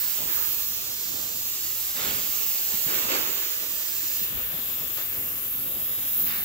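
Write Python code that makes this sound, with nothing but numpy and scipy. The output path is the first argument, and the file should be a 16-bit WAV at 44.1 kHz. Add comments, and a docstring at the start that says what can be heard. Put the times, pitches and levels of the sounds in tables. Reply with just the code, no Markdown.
"""Spray gun on a masked car wing

A compressed-air gun sweeps along a car wing masked with paper, two metres from a hand-held phone.
Coloured noise follows level curves: nozzle hiss, spray sizzle on steel, roar at wheel arch and paper.
Short swells of noise are gusts thrown back; a faint wavering sine sounds far off.
Decaying sines are thumps on the case; later a palm shades the right port and rubs there as low noise."""
import sys
import numpy as np
from scipy import signal
from scipy.fft import rfft, irfft, next_fast_len
from scipy.io import wavfile
from scipy.ndimage import uniform_filter1d, map_coordinates

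SR = 44100
rng = np.random.default_rng(int(sys.argv[2]) if len(sys.argv) > 2 else 0)


def output_pcm(signal):
    """Save a mono or channel-first signal as 16-bit PCM at the path in sys.argv[1].

    Samples are clipped to [-1, 1] before scaling.
    """
    pcm = np.clip(np.atleast_2d(signal).T, -1, 1) * 32767
    wavfile.write(sys.argv[1], SR, np.round(pcm).astype(np.int16))


def voltage_ratio(decibels):
    """Convert decibels (scalar or array-like) to amplitude ratios, 20 dB per decade."""
    exponent = np.asarray(decibels, float) / 20
    return 10 ** exponent


N = 284004  # samples

# air cap hiss: (time [s], level [dB], left over right [dB], added to that of the ports)
NOZZLE_AIM = [(0, -27, -5.5), (.25, -28, -3), (.32, -27, -5), (.48, -28, -5), (.97, -33.5, -5.5),
              (1.99, -30, -2.5), (2.08, -30, -4.5), (2.39, -28, -4.5), (3.0, -27.5, -3.5),
              (3.57, -30.5, -3), (4.03, -29.5, -2.5), (4.23, -27, -1), (4.3, -32, 0), (4.45, -30, 0),
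              (4.54, -34, 3), (4.72, -30, 1), (4.85, -33, 2), (5.6, -31, 0), (6.08, -30, -2),
              (6.2, -24.5, -1), (6.31, -29.5, -3), (6.44, -27, -2)]
# lower skirt of the hiss: (time [s], level [dB])
SKIRT_LEVEL_DB = [(0, -34), (.5, -33), (.97, -37.5), (2.0, -32.7), (3.0, -33.5), (3.6, -37.5), (4.3, -34.5),
                  (5.0, -33.5), (5.9, -32), (6.22, -29), (6.31, -32.5), (6.44, -30.5)]
# air cap singing near 14 kHz: (start [s], length [s], level [dB])
RING_SWELLS = [(.28, .22, -31), (4.36, .13, -35)]
RING_STEADY_DB = -46
# spray fan on the panel: (time [s], sizzle level [dB])
FAN_SIZZLE_DB = [(0.0, -37), (1.2, -37), (3.0, -36), (3.5, -37.5), (4.17, -36.5), (4.29, -42.67),
                 (4.5, -45.5), (4.82, -43.5), (5.76, -47.5), (6.15, -43.5), (6.44, -44.5)]
# mist: base level, share of the hiss swings, change under the palm, change with the phone turned
MIST_DB, MIST_FOLLOWS, MIST_PALM_DB, MIST_TURNED_DB = -44, 0.35, -3.5, 1.5

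# gusts thrown back by edges and paper:
# (start [s], length [s], level [dB], centre [octaves above 1 kHz], spread to 6 dB down [octaves])
GUST_SWELLS = [(.18, .09, -40, -1.4, 1.5), (.267, .138, -39, .8, 1), (.362, .11, -37.5, -.07, .75),
               (1.03, .3, -44, -1.9, 1.2), (1.943, .21, -35.5, .5, 2.5), (2.05, .11, -39, -2.6, 1.1),
               (2.708, .07, -44, -.5, 4.5), (2.836, .06, -41, -3, 0.5), (2.838, .3, -35.5, 0.46, 2.5),
               (3.079, 0.1, -29.5, 0.4, 1.97), (3.173, .23, -36.5, .5, 1.6),
               (3.568, 0.18, -45.5, -1.3, 1.2), (4.17, .09, -41, 1.8, -0.2), (4.3, 0.16, -46.5, -2, 2.5),
               (4.488, .1, -44, -1.5, 1.8), (4.78, .1, -47.5, -0.8, 2), (4.966, 0.043, -40.5, 1.4, 3),
               (5.1, .22, -47, -2.2, 2.2), (5.574, .29, -47.5, -1.7, 1.3), (6.14, .17, -44.5, -2.2, 1.7),
               (6.255, .12, -36, 0.98, .85)]
# a swell rises in this share of its length, and has faded so much at its end
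RISE_SHARE, FADE_DB, FADE_BEND = 0.24, 6.5, 1.68
# sizzle, rasp, scrub, grind, roar, flap, rumble: (place [octaves above 1 kHz], gain for gusts [dB])
GUST_LAYERS = [(2, 1), (1.57, 2.5), (0.93, -1.2), (0.03, -2.5), (-1.1, -0.34), (-2.5, -2), (-3.8, 1.5)]
# rasp to rumble between gusts:
# (base level [dB], change with the phone turned [dB], drift share [dB/dB], slow wander [dB])
STEADY_LAYERS = [(-43, -1.8, 1.1, .4), (-49.5, -3.5, 1.2, 0.74), (-51, -3, 0.9, 0.7), (-54, -1.5, 1, 0.7),
                 (-61.5, 6.5, 1, 1.5), (-56.5, 2.5, 0.7, 1.5)]
# slow drift of rasp to rumble between gusts: (time [s], change [dB])
RUSH_DRIFT_DB = [(0, 1), (.6, 0.05), (1.3, -1.5), (1.85, -1), (2.4, 1.5), (3.7, 0), (4.15, 1.5), (4.8, .5),
                 (5.4, -1), (6.44, 1)]

# noise colour of the nozzle hiss: (frequency [Hz], relative density [dB per Hz])
HISS_COLOUR = [(11500, -33), (12800, -8), (13600, 3.5), (15000, 9), (15800, 8), (16500, -11)]
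# noise colour of the hiss skirt: (frequency [Hz], relative density [dB per Hz])
SKIRT_COLOUR = [(9500, -28.5), (11000, -9), (12000, -3.5), (12600, 0), (13300, -1.5), (15000, -10.5)]
# noise colour of spray on steel: (frequency [Hz], relative density [dB per Hz])
SIZZLE_COLOUR = [(3200, -13.5), (4200, -5), (5600, -4), (7000, -0.5), (7700, -1), (9000, -24.5)]
# noise colour of the mist: (frequency [Hz], relative density [dB per Hz])
MIST_COLOUR = [(7200, -31), (8200, -0.5), (10500, -0.5), (12500, -8)]
# noise colour of the upper edge rush: (frequency [Hz], relative density [dB per Hz])
RASP_COLOUR = [(1800, -15.5), (2750, 0), (3700, -2), (5500, -11.5)]
# noise colour of the lower edge rush: (frequency [Hz], relative density [dB per Hz])
SCRUB_COLOUR = [(1100, -22), (1600, 0), (2200, 0), (3100, -16)]
# noise colour of the upper paper rush: (frequency [Hz], relative density [dB per Hz])
GRIND_COLOUR = [(600, -14.5), (800, -5.5), (980, -4.5), (1180, 1), (1450, -3), (2000, -21)]
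# noise colour of the lower paper rush: (frequency [Hz], relative density [dB per Hz])
ROAR_COLOUR = [(220, -17), (330, 1.5), (560, -0.5), (720, -5), (1000, -11)]
# noise colour of the flapping: (frequency [Hz], relative density [dB per Hz])
FLAP_COLOUR = [(90, -27), (150, 0.5), (280, 0.5), (420, -26)]
# noise colour of the rumble: (frequency [Hz], relative density [dB per Hz])
RUMBLE_COLOUR = [(25, -26), (42, -3), (54, -2), (120, 0), (190, -16.5)]
# noise colour of the palm rub: (frequency [Hz], relative density [dB per Hz])
PALM_COLOUR = [(35, -25), (62, 3), (200, -6), (450, -7.5), (800, -32)]

# ports, open grip: (frequency [Hz], likeness [0-1], left lead [rad], left over right [dB])
OPEN_PORTS = [(60, 1, -0.5, -1), (170, 1, -1.5, -1.5), (350, 0.36, 0.76, -4.5), (590, 0.1, 0.5, -2),
              (990, 0.37, 2.5, -2.5), (1800, 0.58, 3.5, -5), (2550, 0.37, 1.06, -4),
              (3370, 0.27, 2.5, -0.5), (5070, 0.68, 3, -2.5), (6530, 0.03, 4.5, -2.5),
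              (7470, 0.32, 8, -3.5), (9000, 0.2, 10, -0.5), (10600, 0.3, 17.5, 2.5), (12700, 0, 22.5, -1.5),
              (15870, 0.1, 48, -0.5)]
# ports, palm near the right one: (frequency [Hz], likeness [0-1], left lead [rad], left over right [dB])
CUPPED_PORTS = [(60, 0.62, 1, -4.5), (344, 0.94, -0.5, -0.5), (900, 0.6, 1, -1.5), (1700, 0.44, 0.5, -3.5),
                (2650, 0.19, 3.1, 0), (3300, 0.78, 4, -0.5), (4400, 0.73, 7, 4.5), (5100, 0.48, 9.5, 11.5),
                (6030, 0.38, -5, 13.5), (7000, 0.28, 4.5, 9), (8500, 0.24, 3.5, 9.5), (9500, .4, 10, 6.5),
                (12200, 0.22, 13.5, -4.5), (13800, 0.43, 12, 4.5), (16000, .35, 12.5, -1)]
# both ports under the palm: (frequency [Hz], gain [dB])
PALM_SHADE = [(3500, 0.5), (4300, -3), (5200, -3), (5900, -5), (6800, -2), (7600, 0.5), (8500, -5),
              (9500, 0)]
# the grip: (time [s], palm cover [0-1], phone turned [0-1])
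GRIP_SHIFT = [(0, 0.01, 0), (4.17, 0, 0), (4.3, 0.87, 0.04), (4.9, 1, 0.54), (5.0, 1, 0.88),
              (6.44, 0.92, 1)]
# touches on the case: (time [s], level before attack and decay [dB], frequency [Hz], left over right [dB])
CASE_THUMPS = [(0.229, -43, 150, -1), (2.737, -35, 202, -1.5), (2.864, -32.5, 143, -1),
               (4.214, -40, 194, -17), (4.359, -37, 59.7, -7.0), (4.419, -46, 51.1, -17),
               (4.54, -36, 170, -7), (4.809, -41, 164, -16), (5.599, -40, 237, -6.0),
               (5.749, -46, 56.5, -10), (6.238, -37, 223, -6)]
# palm on the right port: (time [s], level before wobble and port gains [dB])
PALM_RUB_DB = [(4.12, -76), (4.22, -47), (4.4, -49), (4.6, -60), (4.7, -52), (5.2, -56), (5.5, -56),
               (6.25, -55), (6.44, -60)]
# faint tone far off: (time [s], centre frequency [Hz], centre level [dB])
WHINE_TONE = [(1.0, 1110, -73), (1.3, 1173, -60), (1.6, 1200, -62), (1.78, 1295, -59), (1.92, 1130, -56),
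              (2.0, 1200, -62)]


def unit(x):
    """Scaled to rms 1."""
    return x / np.sqrt(np.mean(x ** 2) + 1e-20)


def curves(rows, at=None):
    """Interpolates each later column over the first, at every sample time or at the given places."""
    place, *columns = np.transpose(rows)
    at = np.arange(N) / SR if at is None else at
    return [np.interp(at, place, column) for column in columns]


def wobble(knots_per_s):
    """A smooth random curve through normal knots."""
    knots = rng.standard_normal(int(N * knots_per_s / SR) + 4)
    return map_coordinates(knots, [np.arange(N) * knots_per_s / SR])


def rush(colour):
    """Turbulent air: two unrelated noises of one colour, rms 1."""
    size = next_fast_len(N + 8192)
    hz, db = np.transpose(colour)
    log_hz = np.log(np.fft.rfftfreq(size, 1 / SR) + 1)
    gain = voltage_ratio(np.interp(log_hz, np.log(hz), db, left=-120, right=-120))
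    white = rfft(rng.standard_normal((2, N)), size)
    return unit(irfft(white * gain, size)[:, :N])


def sides(pan_db):
    """Left and right gains for a level difference."""
    return voltage_ratio(np.array([pan_db, -pan_db]) / 2)


def swells(rows):
    """Power of each swell over time: a quick rise, then an ever faster fade."""
    start_s, length_s, db = np.transpose(rows)[:3, :, None]
    age = np.clip(np.arange(N) / SR - start_s, 0, None) / length_s
    rise = 1 - np.exp(-age / RISE_SHARE)
    return (voltage_ratio(db - FADE_DB * age ** FADE_BEND) * rise) ** 2


def patches(shape, bins, frames):
    """A smoothed random field over frequency and time, rms 1."""
    field = uniform_filter1d(rng.standard_normal(shape), bins, -2)
    return unit(uniform_filter1d(field, frames, -1))


def ports(pair, streak_db, patchy_db):
    """The right port hears part of the left, shifted in phase; shifting echoes off the car streak the colour."""
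    hz, t, (left, other) = signal.stft(pair, SR, nperseg=1024)
    cover, turned = curves(GRIP_SHIFT, t)
    like0, lead0, pan0 = np.array(curves(OPEN_PORTS, hz))[..., None]
    like1, lead1, pan1 = np.array(curves(CUPPED_PORTS, hz))[..., None]
    shared = (1 - turned) * like0 * np.exp(-1j * lead0) + turned * like1 * np.exp(-1j * lead1)
    # the gun moves, so the lag wanders
    sway_s = 4.5e-5 * np.interp(t, np.arange(N) / SR, wobble(2.5))
    shared = shared * np.exp(2j * np.pi * hz[:, None] * sway_s)
    own = np.sqrt(np.clip(1 - abs(shared) ** 2, 0, 1))
    z = np.array([left, shared * left + own * other])
    streaks = streak_db * patches(z.shape, bins=2, frames=30)
    colour_db = streaks + patchy_db * patches(z.shape, bins=12, frames=12)
    shade_db = cover * curves(PALM_SHADE, hz)[0][:, None]
    z = z * sides((1 - cover) * pan0 + cover * pan1) * voltage_ratio(colour_db + shade_db)
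    return signal.istft(z, SR, nperseg=1024)[1][:, :N]


def nozzle():
    """Air leaves the cap at sound speed: a high hiss; its skirt and side follow the aim of the gun."""
    hiss_db, pan_db = curves(NOZZLE_AIM)
    skirt_db = curves(SKIRT_LEVEL_DB)[0]
    pulse_db = 0.42 * wobble(12) + 0.35 * wobble(40)  # hose pressure ripples
    jet = voltage_ratio(pulse_db) * (voltage_ratio(hiss_db) * rush(HISS_COLOUR) + voltage_ratio(skirt_db) * rush(SKIRT_COLOUR))
    ring_level = np.sqrt(voltage_ratio(RING_STEADY_DB) ** 2 + swells(RING_SWELLS).sum(0))
    ring = ring_level * rush([(13500, -22), (13950, 3), (14400, -17)])
    return ports(jet + ring, streak_db=1.0, patchy_db=1.6) * sides(pan_db)


def layer_levels(turned):
    """Amplitudes of sizzle to rumble: steady power plus gust power, strongest near each gust's centre."""
    drift_db = curves(RUSH_DRIFT_DB)[0]
    steady_db = curves(FAN_SIZZLE_DB)
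    for db, turn_db, share, wander_db in STEADY_LAYERS:
        steady_db.append(db + turn_db * turned + share * drift_db + wander_db * wobble(3.04))
    centre, spread = np.transpose(GUST_SWELLS)[3:]
    reach = np.array([voltage_ratio(db - 6 * ((place - centre) / spread) ** 2) for place, db in GUST_LAYERS])
    return np.sqrt(voltage_ratio(np.array(steady_db)) ** 2 + reach ** 2 @ swells(GUST_SWELLS))


def spray():
    """The fan strikes steel, edges and paper, each a coloured rush; the paper shakes all but the low ones together."""
    cover, turned = curves(GRIP_SHIFT)
    hiss_db = curves(NOZZLE_AIM)[0]
    swing_db = hiss_db - hiss_db.mean()
    mist_db = MIST_DB + MIST_FOLLOWS * swing_db + MIST_PALM_DB * cover + MIST_TURNED_DB * turned
    sizzle, rasp, scrub, grind, roar, flap, rumble = layer_levels(turned)
    shake = wobble(30) + 0.71 * wobble(70)
    fan = voltage_ratio(0.38 * shake) * (sizzle * rush(SIZZLE_COLOUR) + voltage_ratio(mist_db) * rush(MIST_COLOUR))
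    edges = voltage_ratio(0.24 * shake) * rasp * rush(RASP_COLOUR)
    edges = edges + voltage_ratio(0.26 * shake) * scrub * rush(SCRUB_COLOUR)
    paper = voltage_ratio(0.63 * shake) * (grind * rush(GRIND_COLOUR) + roar * rush(ROAR_COLOUR))
    low = voltage_ratio(1.5 * wobble(30)) * flap * rush(FLAP_COLOUR) + rumble * rush(RUMBLE_COLOUR)
    return fan + edges + paper + low


def handling():
    """Each touch pushes the case: a dull knock of about two cycles; the palm rubs lumpily at the right port."""
    knocks = np.zeros((2, N + SR))
    t = np.arange(SR // 8) / SR
    for start_s, db, hz, pan_db in CASE_THUMPS:
        attack = 1 - np.exp(-t / 0.00081)
        knock = np.sin(2 * np.pi * hz * t) * np.exp(-t * hz / 1.85) * attack
        start = round(start_s * SR)
        knocks[:, start:start + len(t)] += voltage_ratio(db) * sides(pan_db)[:, None] * knock
    rub_db = curves(PALM_RUB_DB)[0] + 3.1 * wobble(28)
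    rub = voltage_ratio(rub_db) * rush(PALM_COLOUR) * voltage_ratio([[-14], [1.5]])  # left, right [dB]
    return knocks[:, :N] + rub


def far_whine():
    """A thin sine of wavering pitch and level that swells and fades."""
    hz, db = curves(WHINE_TONE)
    t = np.arange(N) / SR
    from_ends_s = np.minimum(t - WHINE_TONE[0][0], WHINE_TONE[-1][0] - t)
    swell = np.clip(from_ends_s / 0.08, 0, 1)
    level = voltage_ratio(db + 1.5 * wobble(13.0)) * np.sqrt(2)
    phase = 2 * np.pi * np.cumsum(hz + 12 * wobble(22)) / SR
    return swell * level * np.sin(phase)


def scene():
    """Gun, panel and far tone through the ports, plus the hand on the case."""
    panel = ports(spray() + far_whine(), streak_db=1.42, patchy_db=1.1)
    return nozzle() + panel + handling()


def roll_off(x):
    """The treble ends steeply here."""
    return signal.sosfilt(signal.butter(12, 17080, fs=SR, output="sos"), x)


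def record(dry):
    """The phone keeps nothing above its band limit."""
    top_hz = 15755
    size = next_fast_len(N + 8192)
    passed = np.fft.rfftfreq(size, 1 / SR) < top_hz
    kept = irfft(rfft(dry, size) * passed, size)[:, :N]
    return roll_off(kept)


dry = scene()
out = record(dry)
output_pcm(out)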